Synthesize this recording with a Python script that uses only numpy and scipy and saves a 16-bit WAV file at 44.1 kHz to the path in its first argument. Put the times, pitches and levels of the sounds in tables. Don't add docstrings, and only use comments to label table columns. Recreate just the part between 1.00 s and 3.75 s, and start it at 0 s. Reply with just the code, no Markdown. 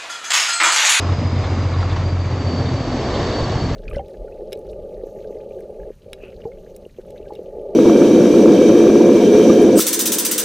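import sys
import numpy as np
from scipy import signal
from scipy.fft import rfft, irfft
from scipy.io import wavfile

SR = 44100
rng = np.random.default_rng(int(sys.argv[2]) if len(sys.argv) > 2 else 0)


def store_pcm(level_fs):
    pcm = np.round(np.clip(level_fs, -1, 1) * 32767).astype(np.int16)
    wavfile.write(sys.argv[1], SR, np.atleast_2d(pcm).T)


N = 121275
CONTACT_TOP_HZ = 5200


def undb(db):
    return 10 ** (np.asarray(db) / 20)


def curve(rows):
    time_s, values = np.array(rows).T
    return np.interp(np.arange(N) / SR, time_s, values)


def unit(x):
    return x / np.sqrt(np.mean(x ** 2))


def at_level(x, levels):
    return unit(x) * undb(curve(levels))


def noise():
    return rng.standard_normal(N)


def walk(rate_hz):
    f = np.fft.rfftfreq(N, 1 / SR)
    return unit(irfft(rfft(noise()) * np.exp(-(f / rate_hz) ** 2), N))


def colour(x, points):
    hz, db = np.array(points).T
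    f = np.maximum(np.fft.rfftfreq(N, 1 / SR), 1)
    gain = undb(np.interp(np.log(f), np.log(hz), db))
    return irfft(rfft(x) * gain, N)


def lowpass(x, hz):
    return signal.sosfilt(signal.butter(4, hz, fs=SR, output="sos"), x)


def resonate(x, hz, width_hz):
    f = np.maximum(np.fft.rfftfreq(N, 1 / SR), .1)
    return irfft(rfft(x) / (1 + 1j * (f ** 2 - hz ** 2) / (f * width_hz)), N)


def ring(x, modes):
    return sum(undb(db) * resonate(x, hz, width_hz) for hz, width_hz, db in modes)


def struck(t, modes):
    return sum(undb(db) * np.exp(-np.pi * width_hz * t) * np.sin(2 * np.pi * hz * t)
               for hz, width_hz, db in modes)


def blows(events, modes):
    out, t = np.zeros(N + SR), np.arange(SR // 2) / SR
    for start_s, level_db, pitch_hz in events:
        tuned = [(pitch_hz * ratio, width_hz, db) for ratio, width_hz, db in modes]
        start = int(start_s * SR)
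        out[start:start + len(t)] += undb(level_db) * struck(t, tuned)
    return out[:N]


def firings(fired, cylinders_db, scatter_db, jitter_s):
    k = np.arange(np.ceil(fired[0]), fired[-1]).astype(int)
    timing, size = rng.standard_normal((len(k), 2)).T
    at = np.interp(k, fired, np.arange(N)) + jitter_s * SR * timing
    pulse_db = np.array(cylinders_db)[k % len(cylinders_db)] + scatter_db * size
    out = np.zeros(N)
    out[np.clip(at, 0, N - 1).astype(int)] = undb(pulse_db)
    return out


# time_s, cycles_hz
ENGINE_SPEED = [(0, 7.43), (1.2, 7.43), (1.55, 7.28), (2.0, 7.22), (2.75, 7.17)]


def firing_count(cylinders=6, first_cylinder_s=.1128):
    cycles_hz = curve(ENGINE_SPEED)
    return cylinders * (np.cumsum(cycles_hz) / SR - first_cylinder_s * cycles_hz[0])


EXHAUST_PULSES = [8.5, -9, 2.5, 4.5, -7, 5]
# time_s, level_db
BOOM_LEVEL = [(0, -21), (.15, -20.5), (.8, -20), (1.3, -22), (1.55, -26), (1.77, -24.5), (1.85, -47),
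              (2.3, -32), (2.55, -28), (2.75, -37)]
OUTLET_LEVEL = [(0, -33), (1.2, -31), (1.45, -26), (1.56, -28), (1.62, -22.5), (1.69, -19), (1.78, -22.5),
                (1.84, -36), (2.05, -32), (2.2, -42), (2.75, -36)]
THUD_LEVEL = [(0, -40), (.5, -35), (1.1, -30.5), (1.45, -41), (1.75, -38.5), (1.9, -31.5), (2.45, -44),
              (2.75, -30)]


def exhaust(fired):
    pulses = firings(fired, EXHAUST_PULSES, scatter_db=.8, jitter_s=.0007)
    pipe = resonate(pulses, hz=94.4, width_hz=18)
    boom = resonate(pipe, hz=98.1, width_hz=20)
    tailpipe = dict(hz=110.5, width_hz=31)
    outlet = resonate(resonate(pulses, **tailpipe), **tailpipe)
    thud = lowpass(resonate(pulses, hz=42.7, width_hz=4.3), hz=68)
    return at_level(boom, BOOM_LEVEL) + at_level(outlet, OUTLET_LEVEL) + at_level(thud, THUD_LEVEL)


BLOCK_PULSES = [-6, -15, -12.5, -1, -1.5, -3]


def drone(fired, modes, top_hz, turbulence):
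    pulses = unit(firings(fired, BLOCK_PULSES, scatter_db=4.0, jitter_s=.00052))
    return lowpass(ring(pulses + turbulence * noise(), modes), top_hz)


# freq_hz, width_hz, gain_db
BODY_MODES = [(249.8, 12, 8), (266.5, 34, 6.5), (373, 5.5, -6.5), (500, 33, -6)]
# time_s, level_db
GROWL_LEVEL = [(0, -45.5), (1.3, -37.5), (1.43, -26), (1.56, -28.5), (1.71, -28.5), (1.8, -33),
               (1.93, -23.5), (2.1, -39), (2.399, -45), (2.75, -34)]


def body_growl(fired):
    return at_level(drone(fired, BODY_MODES, top_hz=626, turbulence=.91), GROWL_LEVEL)


# freq_hz, width_hz, gain_db
STREET_MODES = [(104, 23, 6), (156, 39, -8)]
# time_s, level_db
HUM_LEVEL = [(0, -31), (1.2, -28.5), (1.699, -30.5), (1.87, -28.5), (2.3, -33), (2.58, -23), (2.75, -23.5)]


def street_hum(fired):
    return at_level(drone(fired, STREET_MODES, top_hz=283, turbulence=1.0), HUM_LEVEL)


# freq_hz, width_hz, gain_db
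PANEL_MODES = [(1113, 55, 0.5), (1304, 63, -4.5), (1694, 30, -11)]
# time_s, level_db
BUZZ_LEVEL = [(0, -32), (.2, -51), (.45, -44), (.75, -38.5), (.9, -41.5), (1.3, -49), (2.75, -51.5)]


def panel_buzz(fired):
    return at_level(drone(fired, PANEL_MODES, top_hz=1860, turbulence=.7), BUZZ_LEVEL)


# freq_hz, gain_db
ROAR_SPECTRUM = [(120, -19.5), (200, 2.5), (330, 2), (460, 2.5), (680, 0), (850, -6.5), (1120, -6.5),
                 (1400, -15.5), (1700, -11.5), (2400, -24), (3100, -18.5), (3700, -23.5), (4500, -21.5),
                 (5000, -22.5), (6500, -27), (8000, -35.5), (9500, -62)]
CLATTER_SPECTRUM = [(120, -33.5), (200, -9), (255, -1), (340, -0.5), (440, -5.5), (560, -4), (980, -9),
                    (1120, -9), (1350, -13.5), (1550, -16.5), (2200, -16), (3200, -24), (4300, -25),
                    (4900, -31.5), (5300, -28.5), (6600, -29), (8000, -40), (9500, -77.5)]
# time_s, level_db
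ROAR_ENVELOPE = [(0, -33.5), (1.2, -39.5), (1.5, -28.5), (1.8, -27.5), (2.05, -24), (2.22, -22), (2.4, -23),
                 (2.75, -27)]
CLATTER_ENVELOPE = [(0, -27), (.27, -30), (.44, -28), (.65, -30), (.97, -29), (1.06, -31), (1.35, -31),
                    (1.8, -31), (2.75, -31.5)]


def combustion(fired, pulse_depth=.092, decay_periods=.24):
    pulsing = 1 + pulse_depth * np.exp(-(fired % 1) / decay_periods)
    roar = unit(colour(noise() * pulsing, ROAR_SPECTRUM))
    roar_db = curve(ROAR_ENVELOPE) + .16 * walk(rate_hz=30)
    clatter = unit(colour(noise() * pulsing, CLATTER_SPECTRUM))
    clatter_db = curve(CLATTER_ENVELOPE) + .8 * walk(rate_hz=38)
    return roar * undb(roar_db) + clatter * undb(clatter_db)


# time_s, pitch_hz
WHISTLE_PITCH = [(0, 4965), (.5, 4835), (1.0, 4695), (1.5, 4567), (1.8, 4556), (2.2, 4530), (2.55, 4495),
                 (2.75, 4488)]
# time_s, level_db
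WHISTLE_LEVEL = [(0, -50), (.6, -49.5), (1.1, -50), (1.4, -48.5), (1.5, -42), (1.75, -44), (1.95, -42),
                 (2.2, -40.7), (2.6, -40.7), (2.75, -44.5)]


def turbo(wander=.0022, flare_db=3, air_db=-49):
    pitch_hz = curve(WHISTLE_PITCH) * (1 + wander * walk(rate_hz=41.5))
    phase = 2 * np.pi * np.cumsum(pitch_hz) / SR

    def noise_band(half_width_hz):
        return walk(half_width_hz) * np.sin(phase) + walk(half_width_hz) * np.cos(phase)

    whistle = .8 * np.sin(phase) + .5 * noise_band(half_width_hz=65)
    flares = undb(flare_db * walk(rate_hz=32))
    air = undb(air_db) * noise_band(half_width_hz=230)
    return at_level(whistle * flares, WHISTLE_LEVEL) + air


# freq_hz, gain_db
TYRE_SPECTRUM = [(12, -12), (28, -3), (45, 3.5), (66, 9.5), (130, 8.5), (180, 0), (230, -7.5), (400, -45)]
# time_s, level_db
TYRE_LEVEL = [(0, -29), (1.2, -38), (1.8, -38), (2.2, -24), (2.45, -26.5), (2.75, -26)]


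def tyres():
    return at_level(colour(noise(), TYRE_SPECTRUM), TYRE_LEVEL)


# freq_hz, width_hz, gain_db
FITTING_MODES = [(2230, 150, -2.5), (2830, 85, -2.5), (3475, 97, -3.5), (3700, 71, 1.5), (4004, 72, -2.5)]
# time_s, level_db
FITTING_LEVEL = [(0, -48), (.9, -49), (1.1, -56), (1.9, -49), (2.15, -41), (2.3, -41), (2.55, -47),
                 (2.75, -44)]


def fitting_jiggle(contacts_per_s=170, spread_db=4):
    contacts = (rng.random(N) < contacts_per_s / SR) * undb(spread_db * noise())
    return at_level(lowpass(ring(contacts, FITTING_MODES), CONTACT_TOP_HZ), FITTING_LEVEL)


# start_s, level_db, pitch_hz
ARM_CLANKS = [(.035, -25, 1120), (.829, -23, 1340), (.965, -27, 1140), (1.168, -28, 1290),
              (2.087, -25, 1100)]
# pitch_ratio, width_hz, gain_db
ARM_MODES = [(1, 48, 0), (.83, 70, -6), (1.23, 70, -11), (.62, 60, -6)]


def arm_clanks():
    return blows(ARM_CLANKS, ARM_MODES)


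# start_s, level_db
CHAIN_SHAKES = [(.085, -43), (.365, -41), (.438, -36.5), (.735, -42), (.8, -40), (.9, -37.5), (1.655, -39),
                (2.14, -31.5), (2.195, -38), (2.235, -38), (2.285, -38), (2.335, -40), (2.385, -40),
                (2.45, -41), (2.69, -40)]
# freq_hz, width_hz, gain_db
LINK_MODES = [(1127, 40, -3), (2045, 42, -1), (3200, 40, -2), (3600, 36, 1), (3950, 40, -1), (4260, 40, -3)]


def chain_clinks(links=5, mean_gap_s=.006, loss_db=2, detune=.035, attack_s=.0015):
    out, t = np.zeros(N + SR), np.arange(SR // 6) / SR
    attack = 1 - np.exp(-t / attack_s)
    for start_s, level_db in CHAIN_SHAKES:
        for k in range(links):
            modes = [(hz * (1 + detune * rng.standard_normal()), width_hz, db)
                     for hz, width_hz, db in LINK_MODES]
            start = int(start_s * SR)
            out[start:start + len(t)] += undb(level_db - k * loss_db) * struck(t, modes) * attack
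            start_s += 2 * mean_gap_s * rng.random()
    return out[:N]


# start_s, level_db, pitch_hz
FRAME_KNOCKS = [(.182, -20, 176), (.218, -17.5, 266), (.328, -20, 257), (.572, -20, 256), (.715, -21, 160),
                (.985, -18, 168), (1.535, -20, 172), (2.35, -18, 335)]
# pitch_ratio, width_hz, gain_db
FRAME_MODES = [(0.92, 12, 1.5), (2.3, 20, -21), (0.78, 34, -19.5)]


def frame_knocks():
    return blows(FRAME_KNOCKS, FRAME_MODES)


# start_s, level_db
STEEL_RATTLES = [(.437, -31), (.897, -31), (.962, -26.5), (2.192, -26), (2.52, -27)]
# freq_hz, width_hz, gain_db
STEEL_MODES = [(607, 290, 22), (1155, 940, 10.5), (2050, 720, -26), (3640, 530, -10.5)]


def steel_rattles(decay_s=.018):
    t = np.arange(N) / SR
    force = sum(undb(level_db) * (t >= start_s) * np.exp(-np.abs(t - start_s) / decay_s)
                for start_s, level_db in STEEL_RATTLES)
    chatter = lowpass(noise(), CONTACT_TOP_HZ)
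    return ring(chatter * force, STEEL_MODES) / np.std(ring(chatter, STEEL_MODES))


# start_s, level_db, pitch_hz
AXLE_BUMPS = [(2.287, -23, 97), (2.426, -14.5, 100), (2.56, -18, 100)]
# pitch_ratio, width_hz, gain_db
AXLE_MODES = [(.468, 11, -6), (1.001, 37, 5.5)]


def axle_thumps():
    return blows(AXLE_BUMPS, AXLE_MODES)


# freq_hz, gain_db
SIDE_SPECTRUM = [(30, -37.5), (100, -73), (2800, -51), (3100, -4), (6100, -6.5), (6600, -33.5)]


def scene():
    fired = firing_count()
    chassis = arm_clanks() + frame_knocks() + steel_rattles() + axle_thumps()
    loose_parts = chain_clinks() + fitting_jiggle()
    drones = body_growl(fired) + street_hum(fired) + panel_buzz(fired)
    engine = exhaust(fired) + combustion(fired) + turbo()
    mid = engine + drones + chassis + loose_parts + tyres()
    side = colour(combustion(fired) + tyres(), SIDE_SPECTRUM)
    return np.array([mid + side, mid - side])


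def record(dry):
    top_hz = 8100
    return signal.sosfilt(signal.ellip(8, .2, 80, top_hz, fs=SR, output="sos"), dry)


dry = scene()
out = record(dry)
store_pcm(out)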